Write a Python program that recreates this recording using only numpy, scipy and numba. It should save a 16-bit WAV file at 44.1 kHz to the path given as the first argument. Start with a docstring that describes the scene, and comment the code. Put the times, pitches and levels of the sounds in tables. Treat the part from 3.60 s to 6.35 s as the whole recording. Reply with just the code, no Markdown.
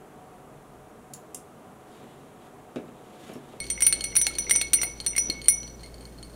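"""A fridge hums over room hush and a low liquid wash as a thin metal rod begins clinking in a small glass beaker.
Hum is unsteady sines; hush and wash are shaped noise; gulps are dying sines that rise in pitch.
Each contact excites a noise crack and decaying glass modes, bent in pitch by the swirling liquid.
Soft thuds ring two table modes; a short room tail follows. After the last clink the rod ticks and knocks faintly."""
import sys
import numpy as np
from scipy import signal
from scipy.fft import rfft, irfft, next_fast_len
from scipy.io import wavfile
from scipy.ndimage import uniform_filter1d, map_coordinates
from numba import njit

SR = 44100
rng = np.random.default_rng(int(sys.argv[2]) if len(sys.argv) > 2 else 0)


def invert_db(x):
    """Field ratio 10**(x/20) for x, a level in decibels (scalar or array-like)."""
    u = np.asarray(x, float) / 20
    return 10 ** u


def persist_wave(psi):
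    """Save psi, clipped to +-1, as 16-bit WAV."""
    counts = np.round(np.clip(psi, -1, 1) * 32767).astype(np.int16)
    wavfile.write(sys.argv[1], SR, np.atleast_2d(counts).T)


N = 121275

# Fridge hum lines: freq_hz, rms_db
HUM_LINES = [(56.7, -48.5), (120, -55.5), (180, -65)]
# Room hush, relative spectrum: freq_hz, density_db_per_hz
HUSH_SPECTRUM = [(30, -6.5), (100, -11.5), (160, -3), (450, -6.5), (900, -16.5), (3000, -30), (9000, -31.5),
                 (15200, -36.5), (16500, -57)]
HUSH_RMS_DB = -48

# Stirred liquid's low wash: time_s, level_db
WASH_LEVEL = [(0, -51), (1.7, -52.5), (2, -72)]
# Wash, relative spectrum: freq_hz, density_db_per_hz
WASH_SPECTRUM = [(150, -4), (350, 6.5), (1200, -14), (4500, -12.5), (8000, -36.5)]
# Gulps of the liquid: time_s, level_db (before the attack), start_pitch_hz
GULPS = [(0.67, -30, 775), (0.704, -32, 1310), (1.247, -28.5, 700)]
GULP_T60_S, GULP_ATTACK_S = 0.037, 0.0046
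GULP_RISE = 0.1  # pitch is up by twice this share after one t60

# Rod on glass, relative levels: time_s, crack_db, body_db, base_db, wall_db, shoulder_db, rim_db
CLINKS = [(0.0024, -21.5, -32, -35.5, -49, -33, -40), (0.1015, -9, -39, -34.5, -36, -21, -31.5),
          (0.2062, -11, -30, -41, -41, -31.5, -27.5), (0.2221, -7, -43, -52, -24, -17, -21),
          (0.266, -11, -29, -37, -20, -13.5, -12), (0.2691, -5, -32, -29, -29, -22, -17),
          (0.3257, -1.5, -33, -19.5, -42, -19, -31.5), (0.4405, -9.5, -34, -34.5, -37.5, -21.5, -30.5),
          (0.554, -9.5, -34, -35.5, -29.5, -29, -28), (0.5654, -5.5, -58, -36, -27.5, -18, -13.5),
          (0.613, -18, -33, -39, -24, -39, -30), (0.615, -9, -55, -54, -33, -18, -22),
          (0.6675, -1.5, -31, -23.5, -43, -23, -28), (0.7845, -9, -39.5, -34, -29.5, -23, -27.5),
          (0.8957, -6.5, -36, -37, -28, -22, -28), (0.9099, -2, -47, -41, -26, -17, -15.5),
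          (0.9542, -13, -65, -41, -19.5, -45, -28), (0.9599, -8, -31.5, -53, -29, -16.5, -27),
          (1.0138, -0.5, -31.5, -25.5, -44, -26, -32), (1.1333, -1, -55, -28, -21.5, -14.5, -14.5),
          (1.1386, -12, -33, -27.5, -27, -14, -17), (1.2157, -8, -53, -39, -33, -22.5, -27),
          (1.2326, -8, -61, -31.5, -30, -25, -24), (1.4637, -7, -43, -32.5, -33, -15.5, -27.5),
          (1.564, -14, -26.5, -44, -35, -25.5, -31), (1.5802, -6.5, -55, -36, -24.5, -20, -21.5),
          (1.6996, -9.5, -30, -22, -47, -31, -47.5), (1.8835, -6, -28.5, -29.5, -24, -11.5, -10)]
# Rod tip on the base: time_s, level_db
TICKS = [(0.068, -29), (0.408, -14), (0.752, -20.5), (1.402, -18.5), (1.4456, -26.5), (1.8163, -24),
         (1.843, -27), (1.858, -23), (2.031, -31), (2.0767, -29), (2.207, -37.5), (2.233, -29),
         (2.2605, -32), (2.3425, -35), (2.4075, -33), (2.4535, -31.5), (2.628, -27.5)]
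# How a light contact shares out, keyed by part in CLINKS column order: level_db
LIGHT_CONTACT_DB = dict(crack=-1.5, body=-29.5, base=-17, wall=-43, shoulder=-20.5, rim=-32.5)
CHATTER_S, CHATTER_DB = 0.017, -13  # a tick skips once more 0.3 to 1.3 times this later, weaker
# Light brushes of rod on glass: time_s, mean-level guide level_db
BRUSH_LEVEL = [(0, -32.5), (1.6, -44), (2.1, -47.5)]
BRUSHES_PER_S, BRUSH_SCATTER_DB = 120, 4
# Rod's side meeting, then hitting the near wall: time_s, level_db
KNOCKS = [(0.177, -34), (0.2221, -27.5), (0.527, -39), (0.567, -31), (0.8674, -33.5), (0.9101, -20.5),
          (1.187, -31), (1.2325, -17), (1.5317, -35), (1.5526, -30.5), (1.58, -26.5), (2.238, -46)]
KNOCK_BODY_DB = -6  # body modes under a knock
TICK_TIP_DB, CLINK_TIP_DB = -12.5, -28  # tip modes: re light contact, re base ring

# Beaker modes: part, freq_hz, relative level_db, t60_s, pitch_swing_percent (per unit tilt)
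GLASS_MODES = [("body", 2190, -1.5, 0.25, .9), ("body", 2215, -6.5, 0.5, -0.3),
               ("knock", 2090, 0, 0.05, .1), ("knock", 2750, -3, 0.014, .1), ("wall", 5876, 4, 0.42, 1),
               ("wall", 5850, -6.5, 0.5, -0.2), ("base", 4250, 2, 0.09, .8), ("base", 4350, -2, .045, 1),
               ("base", 12820, -20, .05, .1), ("tip", 4450, 0, .03, 1.5), ("tip", 3100, -6, .025, 1.5),
               ("tip", 6560, -10, .025, 1.5), ("shoulder", 7800, -9, 0.025, .4),
               ("shoulder", 8900, 0, 0.13, 0.22), ("shoulder", 8870, 0, 0.075, 2.3),
               ("rim", 9515, 3, 0.11, 0.6), ("rim", 10720, -6, 0.16, .25),
               ("rim", 14050, -11.5, 0.095, 1.05), ("rim", 15740, -21, 0.075, .3)]
# Liquid tilt over one turn of the rod: share_of_turn, tilt (-1..1)
SWIRL = [(0, -.95), (.08, -.1), (.17, .95), (.45, .3), (.67, .85), (.9, .1), (1, -.95)]
# Rod passes the near wall: time_s
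TURNS_S = [-.11, .22, .555, .90, 1.228, 1.572, 1.885, 2.22, 2.8]
TILT_WAVER = 0.1
MODE_SPREAD_DB, DAMP_DB = 1.3, 10.5  # level scatter per contact; ring lost when a clink lands
FLUTTER_DB, FLUTTER_KNOTS_PER_S = 3.4, 110  # ripples shake the ring
# Contact crack, relative spectrum: freq_hz, gain_db
CRACK_SPECTRUM = [(300, -15), (900, -11.5), (2200, 0), (8000, -6), (14000, -14.5), (16500, -31)]
CRACK_DB, CRACK_T60_S, SHIMMER_DB, SHIMMER_T60_S = -11, 0.011, -24, 0.069

# Room decay: freq_hz, t60_s
ROOM_T60 = [(300, .4), (3000, .36), (12000, .2)]
ROOM_DB = -14

# Soft knocks through the table: time_s, level_db
THUDS = [(1.134, -38.5), (1.696, -32.5)]
# Table modes: freq_hz, relative level_db, t60_s
TABLE_MODES = [(190, -9, 0.051), (310, 6, 0.044)]
TOP_HZ = 16200


def unit(x):
    """Scale to rms 1."""
    return x / np.sqrt(np.mean(x ** 2) + 1e-20)


def along(points, hz):
    """Interpolate (freq_hz, value) points on a log-frequency axis."""
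    f, v = np.transpose(points)
    return np.interp(np.log(hz + 1), np.log(f + 1), v)


def curve(rows):
    """Interpolate (time_s, value) rows to one value per sample."""
    return np.interp(np.arange(N) / SR, *np.transpose(rows))


def wobble(knots_per_s):
    """Smooth random curve through normal-distributed knots."""
    knots = rng.standard_normal(int(N * knots_per_s / SR) + 4)
    return map_coordinates(knots, [np.arange(N) * knots_per_s / SR])


def coloured(x, spectrum):
    """Filter x by the gain of (freq_hz, gain_db) points."""
    size = next_fast_len(N + 8192)
    gain = invert_db(along(spectrum, np.fft.rfftfreq(size, 1 / SR)))
    return irfft(rfft(x, size) * gain, size)[:N]


def kitchen():
    """Fridge hum as sines unsteady in level and phase, over steady noise for the hush."""
    t = np.arange(N) / SR
    hum = np.zeros(N)
    for hz, rms_db in HUM_LINES:
        level = np.sqrt(2) * invert_db(rms_db + 0.18 * wobble(8.1))
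        hum += level * np.sin(2 * np.pi * hz * t + 0.43 * wobble(4.98))
    return hum + invert_db(HUSH_RMS_DB) * unit(coloured(rng.standard_normal(N), HUSH_SPECTRUM))


def liquid():
    """Bubbles rise in pitch as they die, over a low uneven noise wash."""
    gulps = np.zeros(N + SR)
    t = np.arange(SR // 5) / SR
    for start_s, level_db, hz in GULPS:
        shape = invert_db(level_db - 60 * t / GULP_T60_S) * (1 - np.exp(-t / GULP_ATTACK_S))
        cycles = hz * (t + GULP_RISE * t * t / GULP_T60_S)
        gulps[round(start_s * SR):][:len(t)] += shape * np.sin(2 * np.pi * cycles)
    wash = unit(coloured(rng.standard_normal(N), WASH_SPECTRUM))
    return gulps[:N] + invert_db(curve(WASH_LEVEL) + 4.2 * wobble(13.48)) * wash


@njit
def decay(blows, keep):
    """Running sum that keeps a share of itself each sample."""
    out = blows.copy()
    for i in range(1, len(out)):
        out[i] += keep[i] * out[i - 1]
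    return out


def fading(time_s, gain, t60_s, damp_db=0):
    """Exponentially dying steps; each landing may damp what still rings."""
    blows = np.zeros(N, complex)
    keep = np.full(N, invert_db(-60 / (t60_s * SR)))
    at = np.clip(np.round(time_s * SR).astype(int), 0, N - 1)
    np.add.at(blows, at, gain)
    np.multiply.at(keep, at, invert_db(-np.abs(damp_db)))
    return decay(blows, keep)


def contacts():
    """Times and levels per part of clinks, ticks with their skips, brushes and knocks; -200 dB is silent."""
    clinks, ticks = np.array(CLINKS), np.array(TICKS)
    delay_s = CHATTER_S * (.3 + rng.random(len(ticks)))
    ticks = np.r_[ticks, ticks + np.c_[delay_s, np.full(len(ticks), CHATTER_DB)]]

    draw = rng.random((400, 2))
    brush_s = np.cumsum(-np.log(draw[:, 0]) / BRUSHES_PER_S)  # random gaps
    brush_db = np.interp(brush_s, *np.transpose(BRUSH_LEVEL))
    brush_db += BRUSH_SCATTER_DB * (4 * draw[:, 1] ** 2 - 2)
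    brush_db -= 200 * (brush_s >= N / SR)

    light_db = np.r_[ticks[:, 1], brush_db]
    knock_s, knock_db = np.transpose(KNOCKS)
    parts = {}
    for column, (part, share_db) in enumerate(LIGHT_CONTACT_DB.items(), 1):
        parts[part] = np.r_[clinks[:, column], light_db + share_db, knock_db - 200]
    parts["body"][-len(knock_s):] = knock_db + KNOCK_BODY_DB
    parts["knock"] = np.r_[np.full(len(clinks) + len(light_db), -200), knock_db]
    return np.r_[clinks[:, 0], ticks[:, 0], brush_s, knock_s], parts


def beaker():
    """Contacts crack and ring each mode anew; the tilting liquid bends the pitch once a turn."""
    time_s, db = contacts()
    light = np.arange(len(time_s)) >= len(CLINKS)
    light_tip_db = db["crack"] - LIGHT_CONTACT_DB["crack"] + TICK_TIP_DB
    db["tip"] = np.where(light, light_tip_db, db["base"] + CLINK_TIP_DB)

    turn = np.interp(np.arange(N) / SR, TURNS_S, np.arange(len(TURNS_S))) % 1
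    tilt = uniform_filter1d(np.interp(turn, *np.transpose(SWIRL)), size=441)

    burst = fading(time_s, invert_db(db["crack"] + CRACK_DB), CRACK_T60_S)
    burst += fading(time_s, invert_db(db["crack"] + SHIMMER_DB), SHIMMER_T60_S)
    out = coloured(burst.real * rng.standard_normal(N), CRACK_SPECTRUM)
    for part, hz, level_db, t60_s, swing_percent in GLASS_MODES:
        gain = invert_db(db[part] + level_db + MODE_SPREAD_DB * rng.standard_normal(len(time_s)))
        phase = np.exp(2j * np.pi * rng.random(len(time_s)))
        pitch_hz = hz * (1 + swing_percent / 100 * (tilt + TILT_WAVER * wobble(30)))
        ring = fading(time_s, gain * phase, t60_s, DAMP_DB * ~light)
        ring *= invert_db(FLUTTER_DB * wobble(FLUTTER_KNOTS_PER_S) - FLUTTER_DB / 2)
        out += (ring * np.exp(2j * np.pi * np.cumsum(pitch_hz) / SR)).real
    return out


def room(x):
    """Each stretch of sound gets its own noise tail; each frequency dies at its own speed."""
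    out, step = np.zeros(N + SR), SR // 8
    for start in range(0, N, step):
        hz, t, bins = signal.stft(rng.standard_normal(SR // 2), SR, nperseg=256)
        bins = bins * invert_db(-60 * t / along(ROOM_T60, hz)[:, None])
        tail = signal.istft(bins, SR, nperseg=256)[1]
        wet = signal.fftconvolve(x[start:start + step], tail / np.linalg.norm(tail))
        out[start + 150:][:len(wet)] += wet  # 150 samples of predelay
    return out[:N]


def table():
    """Low decaying wooden modes under the beaker, each starting at zero phase."""
    time_s, db = np.transpose(THUDS)
    t = np.arange(N) / SR
    out = np.zeros(N)
    for hz, level_db, t60_s in TABLE_MODES:
        start = invert_db(db + level_db) * np.exp(-2j * np.pi * hz * time_s)
        out += (fading(time_s, start, t60_s) * np.exp(2j * np.pi * hz * t)).imag
    return out


def scene():
    """Beaker, liquid and table with room tails, in the kitchen."""
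    near = beaker() + liquid() + table()
    return (near + invert_db(ROOM_DB) * room(near) + kitchen())[None]


def low_pass(x):
    """Removes everything above the highest recorded frequency."""
    return signal.sosfilt(signal.butter(12, 16820, fs=SR, output="sos"), x)


def record(dry):
    """The camera's band limit: a steep roll-off at the top of the treble."""
    mix = coloured(dry[0], [(TOP_HZ - 600, 0), (TOP_HZ, -10), (TOP_HZ + 700, -50)])
    return low_pass(mix[None])


dry = scene()
out = record(dry)
persist_wave(out)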